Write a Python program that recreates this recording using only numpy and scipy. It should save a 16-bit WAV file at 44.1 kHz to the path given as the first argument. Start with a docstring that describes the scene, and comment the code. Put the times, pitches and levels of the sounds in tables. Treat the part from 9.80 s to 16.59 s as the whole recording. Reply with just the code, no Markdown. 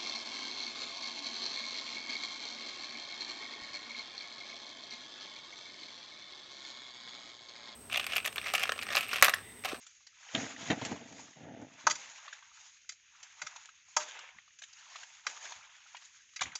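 """A steel spoon turns fish in wet spice paste inside a steel bowl, close to a hand-held camera outdoors.
Strokes hiss and smack through the paste from the start, over a soft steady outdoor hiss; in the first two
seconds skin drags on the camera and fingers bump it. Then the spoon knocks on the bowl, whose ringing modes
the fish damps, and later slices settle softly. Sticky contacts are noise and snaps; wet pops are rising sines."""
import sys
import numpy as np
from scipy import signal
from scipy.fft import rfft, irfft, next_fast_len
from scipy.io import wavfile
from scipy.ndimage import uniform_filter1d, map_coordinates

SR = 44100
rng = np.random.default_rng(int(sys.argv[2]) if len(sys.argv) > 2 else 0)


def dump(signal):
    """Clip the signal to [-1, 1] and save it as 16-bit WAV at the path in sys.argv[1]."""
    limited = np.clip(np.atleast_2d(signal).T, -1, 1)
    pcm = np.round(limited * 32767).astype(np.int16)
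    wavfile.write(sys.argv[1], SR, pcm)


N = 299439  # length in samples

# Levels in the tables are relative: each source sets its final loudness and tone in its function.

# Spoon hitting the bowl: start_s, middle_db, favoured_pitch_hz, low_over_middle_db, high_over_middle_db,
# freedom (share of the bowl's free ring time)
KNOCKS = [(2.0678, -19.5, 1106, 8, 2.5, 0.37), (2.0977, -29, 1190, -20, 3.5, 0.43),
          (2.108, -25, 1960, -7, 5.5, 0.35), (2.154, -37.5, 2110, -35.5, 5.5, 0.49),
          (3.0908, -36, 1980, -47, 5.5, 0.64), (3.6161, -30.5, 2070, -6, -1.5, 0.54),
          (3.666, -33, 1480, -14.5, -1.5, 0.36), (4.1651, -24, 798, 6, 8, 0.72),
          (5.466, -24.5, 1550, -5.5, -2.5, 0.19), (6.5603, -35, 2150, -25.5, 2, 1),
          (6.753, -38, 2300, -4, 11, 0.27)]
# Ringing modes of the loaded bowl: pitch_hz, level_db, ring_s (time to fall 60 dB, before freedom shortens it)
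BOWL_MODES = [(608, -16, 0.34), (787, -10.5, 0.081), (923, -3.5, 0.1), (1034, -3.5, 0.041),
              (1195, -13, 0.3), (1280, -3, 0.075), (1486, -4.5, 0.025), (1660, -10.5, 0.11),
              (1978, -3.5, 0.043), (2130, -5.5, 0.097), (2397, -5.5, 0.05), (2570, -7, 0.06),
              (3437, -9.5, 0.033), (3990, -10, 0.017), (4690, -6, 0.09), (4915, -6, 0.06),
              (5500, -7, 0.045), (5800, -9, 0.06), (6220, -5.5, 0.047), (6430, -5.5, 0.06),
              (6710, -12, 0.12)]
# Tone of the heavy bowl giving way under a knock: pitch_hz, level_db
BOWL_THUD = [(60, -17.5), (170, -7.5), (320, 3), (450, -2), (700, -23)]


def spoon():
    """Each knock clacks and rings the bowl; its spot favours some modes, and fish there damps and blurs them."""
    out = np.zeros(N)
    t = np.arange(SR // 3) / SR
    hz, mode_db, ring_s = np.transpose(BOWL_MODES)[:, :, None]
    for start_s, middle_db, favoured_hz, low_db, high_db, freedom in KNOCKS:
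        # Modes near the favoured pitch are up to 7 dB stronger, with some random scatter.
        scatter_db = rng.normal(0, 2.5, hz.shape)
        spot_db = 7 * np.exp(-(np.log(hz / favoured_hz) / 0.34) ** 2) + scatter_db
        # A random drift of phase makes each mode less pure.
        drift = np.cumsum(rng.standard_normal((len(hz), len(t))), axis=1)
        blur = drift * np.sqrt(hz / SR) * 0.012
        waves = np.sin(2 * np.pi * (hz * t + blur + rng.random(hz.shape)))
        fading = burst(t, 0.0014, 0.0057, ring_s * np.clip(freedom, 0.1, 1))
        ring = unit((amp(mode_db + spot_db) * waves * fading).sum(0))

        hard = clack(t, count=70)
        noise = unit(colour(rng.standard_normal(len(t)), CONTACT_TONE))
        contact = unit((hard + amp(-4) * noise) * burst(t, 0.0006, 0.0071, 0.045))
        levels_db = middle_db + np.array([low_db, 0, high_db])
        knock = voiced(ring + amp(-5) * contact, levels_db)

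        thud = unit(colour(rng.standard_normal(len(t)), BOWL_THUD)) * burst(t, 0.0015, 0.004, 0.23)
        thud_db = middle_db + low_db - 25.5  # set from the knock's low register
        add(out, start_s, amp(-12.5) * (knock + amp(thud_db) * thud))
    return colour(out, [(60, -22.5), (200, 1.5), (350, -1.5), (1000, 0)])


# Tone of hard or sticky contacts, shared by knocks and smacks: pitch_hz, level_db
CONTACT_TONE = [(100, -67), (300, -9.5), (600, -3.5), (1100, -7.5), (2200, 1.5), (3000, -0.5), (5000, -5),
                (7000, 7), (8200, -14)]


def clack(t, count):
    """Many partials of uneven strength, drawn anew for every contact."""
    hz = rng.uniform(np.sqrt(350), np.sqrt(8000), (count, 1)) ** 2
    size = shape(CONTACT_TONE, hz) * hz ** 0.25 * amp(rng.normal(0, 3, hz.shape))
    waves = np.sin(2 * np.pi * (hz * t + rng.random(hz.shape)))
    return unit((size * waves).sum(0))


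STROKE_RANGE_DB = 20  # drop over one swell or fade time
# Spoon strokes through the paste: firmest_push_s, level_db, swell_s, fade_s, hiss_over_body_db
STROKES = [(0.01, -65, 0.09, 0.45, 7.5), (0.62, -44, 0.23, 0.19, 1.5), (0.88, -43, 0.16, 0.17, 1),
           (1.05, -47.5, 0.22, 0.3, -0.5), (1.4, -55.5, 0.16, 0.21, 7), (1.66, -64, 0.9, 0.95, -28.5),
           (2.01, -57, 0.25, 0.6, -1), (2.191, -52, 0.12, 0.56, 3), (2.47, -57, 0.3, 0.49, -5),
           (2.822, -61, 0.23, 0.31, 6.5), (3.452, -60.5, 0.45, 0.1, -1), (3.65, -56, 0.3, 0.57, 1),
           (4.09, -64.5, 0.077, 0.17, 7.5), (4.2, -47, 0.01, 0.28, 2.5), (4.38, -49, 0.25, 0.24, -31),
           (5.17, -56.5, 0.58, 0.72, 2.5), (5.5, -50.5, 0.067, 0.29, 1.5), (5.66, -49, 0.11, 0.21, 2.5),
           (5.85, -60.5, 0.6, 0.97, -9.5), (6.251, -66, 1, 0.74, 6.5), (6.64, -48.5, 0.04, 0.18, -11.5)]


def strokes():
    """Body and hiss level in dB: each stroke swells to its firmest push and fades by the stroke range."""
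    t = np.arange(N) / SR
    body, hiss = np.full(N, 1e-10), np.full(N, 1e-10)
    for push_s, level_db, swell_s, fade_s, hiss_db in STROKES:
        distance = np.maximum((push_s - t) / swell_s, (t - push_s) / fade_s)
        power = amp(level_db - STROKE_RANGE_DB * np.minimum(distance, 10)) ** 2
        body += power
        hiss += power * amp(hiss_db) ** 2
    return 10 * np.log10(body), 10 * np.log10(hiss)


# The lows thin out in quiet moments: a lower edge moves up as the level falls.
EDGE_HZ, EDGE_AT_DB, EDGE_DB_PER_OCTAVE = 622, -59.5, 10
# Tone of wet rubbing as the bowl colours it: pitch_hz, level_db
PASTE_TONE = [(250, -8), (500, -6), (900, 2), (1250, -0.5), (1600, 2.5), (2300, 3), (3500, 1), (4400, -8),
              (5300, -7.5), (6100, -4.5), (6750, 1), (7150, -6), (7600, -11.5), (8400, -26)]


def sliding(body_db, hiss_db):
    """Sliding surfaces hiss with tiny sticky snaps and small bubbles; the lows thin out in quiet moments."""
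    snaps = amp(2 * wobble(70)) * crackle(rate=700, spread_db=3)
    froth = bubbles(rate=200, centre_hz=1585, spread=0.79, cycles=18)
    grain = amp(1.8 * wobble(35))
    rub = grain * (rng.standard_normal(N) + amp(-6) * snaps) + amp(-10.5) * froth
    rub = unit(patchy(rub, depth_db=1.8))
    bowl_song = unit(singing(rng.standard_normal(N), width_hz=29))
    wet = colour(rub + amp(-16.5) * bowl_song, PASTE_TONE)

    # The body lies below the upper split; the hiss is what remains above it.
    body = filtered(wet, lambda hz: 1 / (1 + (hz / HIGH_SPLIT_HZ) ** 16))
    hiss = unit(wet - body)
    edge_hz = EDGE_HZ * 2 ** ((EDGE_AT_DB - body_db) / EDGE_DB_PER_OCTAVE)
    return amp(body_db + 1) * above_edge(unit(body), edge_hz) + amp(hiss_db - 2.23) * hiss


def bubbles(rate, centre_hz, spread, cycles):
    """Small air pockets open at random, rate a second; each rings for some cycles with a rising pitch."""
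    count = int(rate * N / SR)
    hz = np.clip(centre_hz * np.exp(spread * rng.standard_normal((count, 1))), 250, 8000)
    size = amp(6.1 * np.minimum(rng.exponential(size=(count, 1)), 2.5))
    n = np.arange(SR // 25)
    age = hz * n / SR / cycles  # 1 when the bubble has fallen by 60 dB
    envelope = (1 - np.exp(-12 * age)) * amp(-60 * age)
    pops = size * envelope * np.sin(2 * np.pi * cycles * (age + 0.027 * age ** 2))
    starts = rng.integers(0, N, (count, 1))
    return unit(np.bincount((starts + n).ravel(), pops.ravel(), N)[:N])


def singing(x, width_hz):
    """The damped bowl answers a scrape at its own modes."""
    def response(f):
        total = 0
        for mode_hz, db, ring_s in BOWL_MODES:
            damping = 1j * f * width_hz
            total = total + amp(db) * np.sqrt(ring_s) * damping / (mode_hz ** 2 - f * f + damping)
        return total
    return filtered(x, response)


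def above_edge(x, edge_hz):
    """Keep what lies above a moving lower edge."""
    hz, s, z = signal.stft(x, SR, nperseg=1024)
    edge = np.interp(s, np.arange(N) / SR, edge_hz)
    gain = 1 / (1 + (edge / (hz[:, None] + 1)) ** 7)
    return signal.istft(z * gain, SR, nperseg=1024)[1][:N]


def patchy(x, depth_db):
    """Random patches of gain over pitch and time make the rubbing hiss uneven."""
    z = signal.stft(x, SR, nperseg=512)[2]
    field = uniform_filter1d(rng.standard_normal(z.shape), size=6, axis=0)  # smooth over pitch
    field = uniform_filter1d(field, size=5, axis=1)  # smooth over time
    return signal.istft(z * amp(depth_db * unit(field)), SR, nperseg=512)[1][:N]


CAVITY_DB, CAVITY_PER_HIGH = -8, 0.45  # cavity over tearing; the duller the smack, the more it is a pure pop
# Low over middle: larger, lower-pitched cavities carry more of it.
LOW_DB, LOW_AT_HZ, LOW_DB_PER_OCTAVE = -14.5, 1436, 15
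# Paste letting go of fish and spoon: start_s, middle_db, cavity_pitch_hz, high_over_middle_db
SMACKS = [(0.0648, -50.5, 1390, 7.5), (0.2668, -50, 2020, 5.5), (0.7627, -38.5, 2010, -15),
          (2.4788, -39, 1193, -16), (2.5272, -37, 1780, -5.5), (2.6244, -48.5, 1130, -16.5),
          (3.1193, -49, 1870, 6), (3.3492, -56.5, 1390, -19), (3.4284, -50, 1380, 11),
          (3.7599, -42.5, 985, 2), (3.8551, -48.5, 1790, 4.5), (3.8886, -47, 1330, -7),
          (4.37, -42, 2150, -14), (4.3894, -41.5, 1620, -0.5), (4.4887, -44, 2330, -16),
          (4.585, -43, 2130, -30), (4.7874, -50, 2750, 7), (4.8184, -41, 1764, -0.5),
          (4.8354, -40.5, 3200, -2), (4.9287, -58, 1610, 13.5), (5.1562, -37.5, 1225, -8),
          (5.231, -40.5, 1690, -5), (5.7204, -39, 1020, -1.5), (6.1464, -42, 960, -23),
          (6.153, -44.5, 2380, -28), (6.166, -41.5, 2850, -5), (6.2484, -59.5, 3120, 14.5),
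          (6.5922, -36, 2265, -15), (6.6084, -27, 1780, -2), (6.6164, -23.5, 1140, -3.5),
          (6.6314, -48, 1400, 17.5), (6.6553, -35.5, 2050, -21), (6.7181, -40.5, 2160, -14)]


def smacks(body_db):
    """A wet film tears in a spray of snaps and opens a small, quivering cavity whose pitch rises."""
    out = np.zeros(N)
    t = np.arange(SR // 8) / SR
    for start_s, middle_db, cavity_hz, high_db in list(SMACKS) + small_smacks(body_db):
        cavity_db = CAVITY_DB - CAVITY_PER_HIGH * high_db
        low_db = LOW_DB - LOW_DB_PER_OCTAVE * np.log2(cavity_hz / LOW_AT_HZ)

        noise = rng.standard_normal(len(t))
        uneven = amp(11 * rng.standard_normal(len(t)))
        snaps = unit(colour(noise * uneven, CONTACT_TONE))
        tear = unit((amp(-5.5) * snaps + clack(t, count=45)) * burst(t, 0.003, 0.0035, 0.042))

        quiver = np.cumsum(rng.standard_normal(len(t))) * np.sqrt(cavity_hz / SR) * 0.055
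        # The pitch starts a little under the cavity's own and rises; quiver is added in cycles.
        cycles = cavity_hz * (0.92 * t + 8 * t ** 2) + quiver
        pop = unit(np.sin(2 * np.pi * cycles) * burst(t, 0.0015, 0.00083, 0.016))

        levels_db = middle_db + np.array([low_db, 0, high_db])
        add(out, start_s, amp(-11) * voiced(tear + amp(cavity_db) * pop, levels_db))
    return colour(out, [(100, -25), (300, -17), (700, 7), (2000, -1.5)])


SMALL_RATE = 6  # small smacks a second
SMALL_OVER_DB, SMALL_FOLLOWS = 6, 0.44  # dB over the mean stroke; share of stroke level changes followed
SMALL_HZ, SMALL_HIGH_DB = 1800, -11  # middle of the random cavity pitch and of high over middle


def small_smacks(body_db):
    """Faint smacks at random moments, stronger where the stroke is firm."""
    chance = rng.random((N // 1000, 4))[:int(SMALL_RATE * N / SR)]
    mean_db = body_db.mean()
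    level_db = mean_db + SMALL_OVER_DB + SMALL_FOLLOWS * (body_db - mean_db)
    events = []
    for when, size, pitch, bright in chance:
        middle_db = level_db[int(when * N)] + 6 * (size - 0.5)
        cavity_hz = SMALL_HZ * 2 ** (1.5 * (pitch - 0.5))
        high_db = SMALL_HIGH_DB + 24 * (bright - 0.5)
        events.append((when * N / SR, middle_db, cavity_hz, high_db))
    return events


RUB_RISE_S, RUB_T60_S = 0.029, 0.54  # the skin takes hold, then comes to rest
# Skin dragging on the camera: start_s, length_s, level_db
RUBS = [(0.532, 0.098, -43.5), (0.781, 0.16, -45.5), (0.89, 0.024, -47), (0.965, 0.061, -44.5),
        (1.066, 0.031, -41), (1.23, 0.17, -55.5), (1.555, 0.27, -49.5), (1.885, 0.044, -69),
        (2.032, 0.013, -51.5)]
# Fingers bumping the camera: start_s, low_db, thud_pitch_hz, middle_over_low_db, high_over_low_db
BUMPS = [(0.547, -25.5, 307, 3, -12.5), (0.575, -26.5, 277, -14, -29), (0.901, -17, 212, -6.5, -21),
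         (0.917, -23, 170, -9, -35), (1.014, -28, 182, -10.5, -23.5), (1.05, -32.5, 285, -2, 0),
         (1.114, -26.5, 266, -19, -17.5), (1.324, -45, 270, -8.5, -9), (1.815, -36.5, 314, -28, -20.5)]


def grip():
    """Skin sticks and slips on the camera; fingers bump it with a sagging thud and a scuff."""
    drag_power = np.zeros(N)
    t = np.arange(SR) / SR
    for start_s, length_s, level_db in RUBS:
        add(drag_power, start_s, (amp(level_db) * burst(t, RUB_RISE_S, length_s, RUB_T60_S)) ** 2)
    lumps = amp(2.6 * wobble(45))
    stick_slip = case(crackle(rate=350, spread_db=-0.5), ring=2.2)
    out = np.sqrt(drag_power) * lumps * amp(1) * stick_slip

    t = np.arange(SR // 4) / SR
    for start_s, low_db, thud_hz, middle_db, high_db in BUMPS:
        sag = np.sin(2 * np.pi * thud_hz * (t - 1.4 * t ** 2))  # pitch falls from thud_hz
        thud = case(rng.standard_normal(len(t)), ring=3.2) + amp(-4) * sag
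        thud = thud * burst(t, 0.0005, 0.015, 0.063)
        scuff = unit(clack(t, count=120) * amp(3.3 * wobble(500)[:len(t)]))
        scuff = scuff * burst(t, 0.00037, 0.0031, 0.073)
        levels_db = low_db + np.array([0, middle_db, high_db])
        add(out, start_s, amp(-9) * voiced(thud + amp(6) * scuff, levels_db))
    return colour(out, [(30, -23.5), (70, -14), (130, -6), (300, 0.5), (600, -1), (1200, -0.5)])


# Resonances of the camera body: pitch_hz, width_hz, level_db (before the ring amount scales them)
CASE_MODES = [(269, 64, 1.5), (446, 14, -9), (668, 9, 7), (810, 330, -3.5), (1390, 29, -2)]
# Tone of skin against the camera: pitch_hz, level_db
SKIN_TONE = [(18, -60.5), (30, -17), (108, 6), (270, -7.5), (397, -11), (441, -8), (545, -9.5),
             (661, -10.5), (939, -17.5), (1010, -34), (2000, -16), (2600, -47.5), (4400, -120)]


def case(x, ring):
    """Sound conducted from the skin through the resonant camera body."""
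    def response(f):
        modes = 0
        for mode_hz, width_hz, db in CASE_MODES:
            damping = 1j * f * width_hz
            modes = modes + amp(db) * damping / (mode_hz ** 2 - f * f + damping)
        return 1 + ring * modes
    return unit(filtered(colour(x, SKIN_TONE), response))


# Soft weight of fish settling: start_s, peak_db (before a 5 dB lift)
FLOPS = [(3.624, -61.5), (4.547, -66), (5.677, -80), (5.758, -67), (6.611, -51), (6.653, -49.5)]


def flops():
    """A slice settles on the bowl with a faint dull push of low noise."""
    out = np.zeros(N)
    t = np.arange(SR // 4) / SR
    dull_tone = [(30, -23), (80, 4), (140, 4.5), (280, -5), (600, -21)]
    for start_s, peak_db in FLOPS:
        push = colour(rng.standard_normal(len(t)), dull_tone) * burst(t, 0.0043, 0.014, 0.18)
        add(out, start_s, amp(peak_db + 5) * push / np.abs(push).max())
    return out


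def surroundings(x, t60):
    """The bowl's wall and nearby surfaces return a faint diffuse tail."""
    t = np.arange(SR) / SR
    tail = colour(rng.standard_normal(SR), [(100, -4), (500, -2), (1500, -1), (7000, 2)])
    tail = tail * burst(t, 0.0075, 0.01, t60)
    return signal.fftconvolve(x, tail / np.linalg.norm(tail))[:N]


# Tone of the outdoor hiss: pitch_hz, level_db
AIR_TONE = [(20, -24.5), (40, -14), (90, -8.5), (200, -19.5), (600, -23.5), (1100, -19.5), (1600, -10.5),
            (2600, -2), (3600, -10), (4500, -14), (5600, -9), (6660, 2), (7200, -22), (7700, -31)]


def air():
    """Faint steady outdoor hiss made of coloured noise."""
    return amp(-67.5) * unit(colour(rng.standard_normal(N), AIR_TONE))


def amp(db):
    """Decibels to gain."""
    return 10 ** (np.asarray(db) / 20)


def unit(x):
    """Scale to rms 1."""
    return x / np.sqrt(np.mean(x ** 2) + 1e-20)


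def wobble(rate):
    """A smooth random curve, rate knots a second."""
    knots = rng.standard_normal(int(N * rate / SR) + 4)
    return map_coordinates(knots, [np.arange(N) * rate / SR])


def crackle(rate, spread_db):
    """Random tiny snaps of uneven size, rate a second."""
    size = amp(spread_db * np.minimum(rng.exponential(size=N), 3))
    return unit((rng.random(N) < rate / SR) * size * rng.choice([-1, 1], N))


def burst(t, rise, hold, t60):
    """An envelope that swells, lasts as long as the contact and dies (all in seconds)."""
    return (1 - np.exp(-t / rise)) * amp(-60 * np.maximum(t - hold, 0) / t60)


def shape(points, hz):
    """Gain of (Hz, dB) points on a log axis."""
    f, db = np.transpose(points)
    return amp(np.interp(np.log(hz + 1), np.log(f + 1), db))


def filtered(x, response):
    """Multiply the spectrum of x by a response of frequency."""
    m = next_fast_len(len(x) + 4096)
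    return irfft(rfft(x, m) * response(np.fft.rfftfreq(m, 1 / SR)), m)[:len(x)]


def colour(x, points):
    """Shape the spectrum of x by the (Hz, dB) points."""
    return filtered(x, lambda hz: shape(points, hz))


LOW_SPLIT_HZ, HIGH_SPLIT_HZ = 1400, 4000  # borders of the low, middle and high registers


def registers(x):
    """The low, middle and high parts of x."""
    edges = [(LOW_SPLIT_HZ, "low"), ((LOW_SPLIT_HZ, HIGH_SPLIT_HZ), "band"), (HIGH_SPLIT_HZ, "high")]
    return [signal.sosfilt(signal.butter(4, hz, kind, fs=SR, output="sos"), x) for hz, kind in edges]


def voiced(x, levels_db):
    """Give the first 20 ms of a blow its level in each register."""
    return sum(amp(db) * part / np.std(part[:SR // 50]) for db, part in zip(levels_db, registers(x)))


def add(track, start_s, x):
    """Mix x into the track at start_s seconds."""
    part = track[max(round(start_s * SR), 0):][:len(x)]
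    part += x[:len(part)]


def scene():
    """All sources, close and in mono; only knocks and smacks get the diffuse tail."""
    body_db, hiss_db = strokes()
    knocks = spoon()
    handling = flops() + grip() + sliding(body_db, hiss_db) + air()
    contacts = knocks + smacks(body_db)
    return (contacts + amp(-14.5) * surroundings(contacts, t60=0.2) + handling)[None]


TOP_HZ = 8500  # band limit


def record(dry):
    """The microphone rolls off in the top treble and cuts steeply at its band limit."""
    dull = colour(dry[0], [(20, -0.5), (7100, 0), (7700, -6), (8400, -11.5)])
    return filtered(dull, lambda hz: 1 / (1 + (hz / TOP_HZ) ** 120))[None]


dry = scene()
out = record(dry)
dump(out)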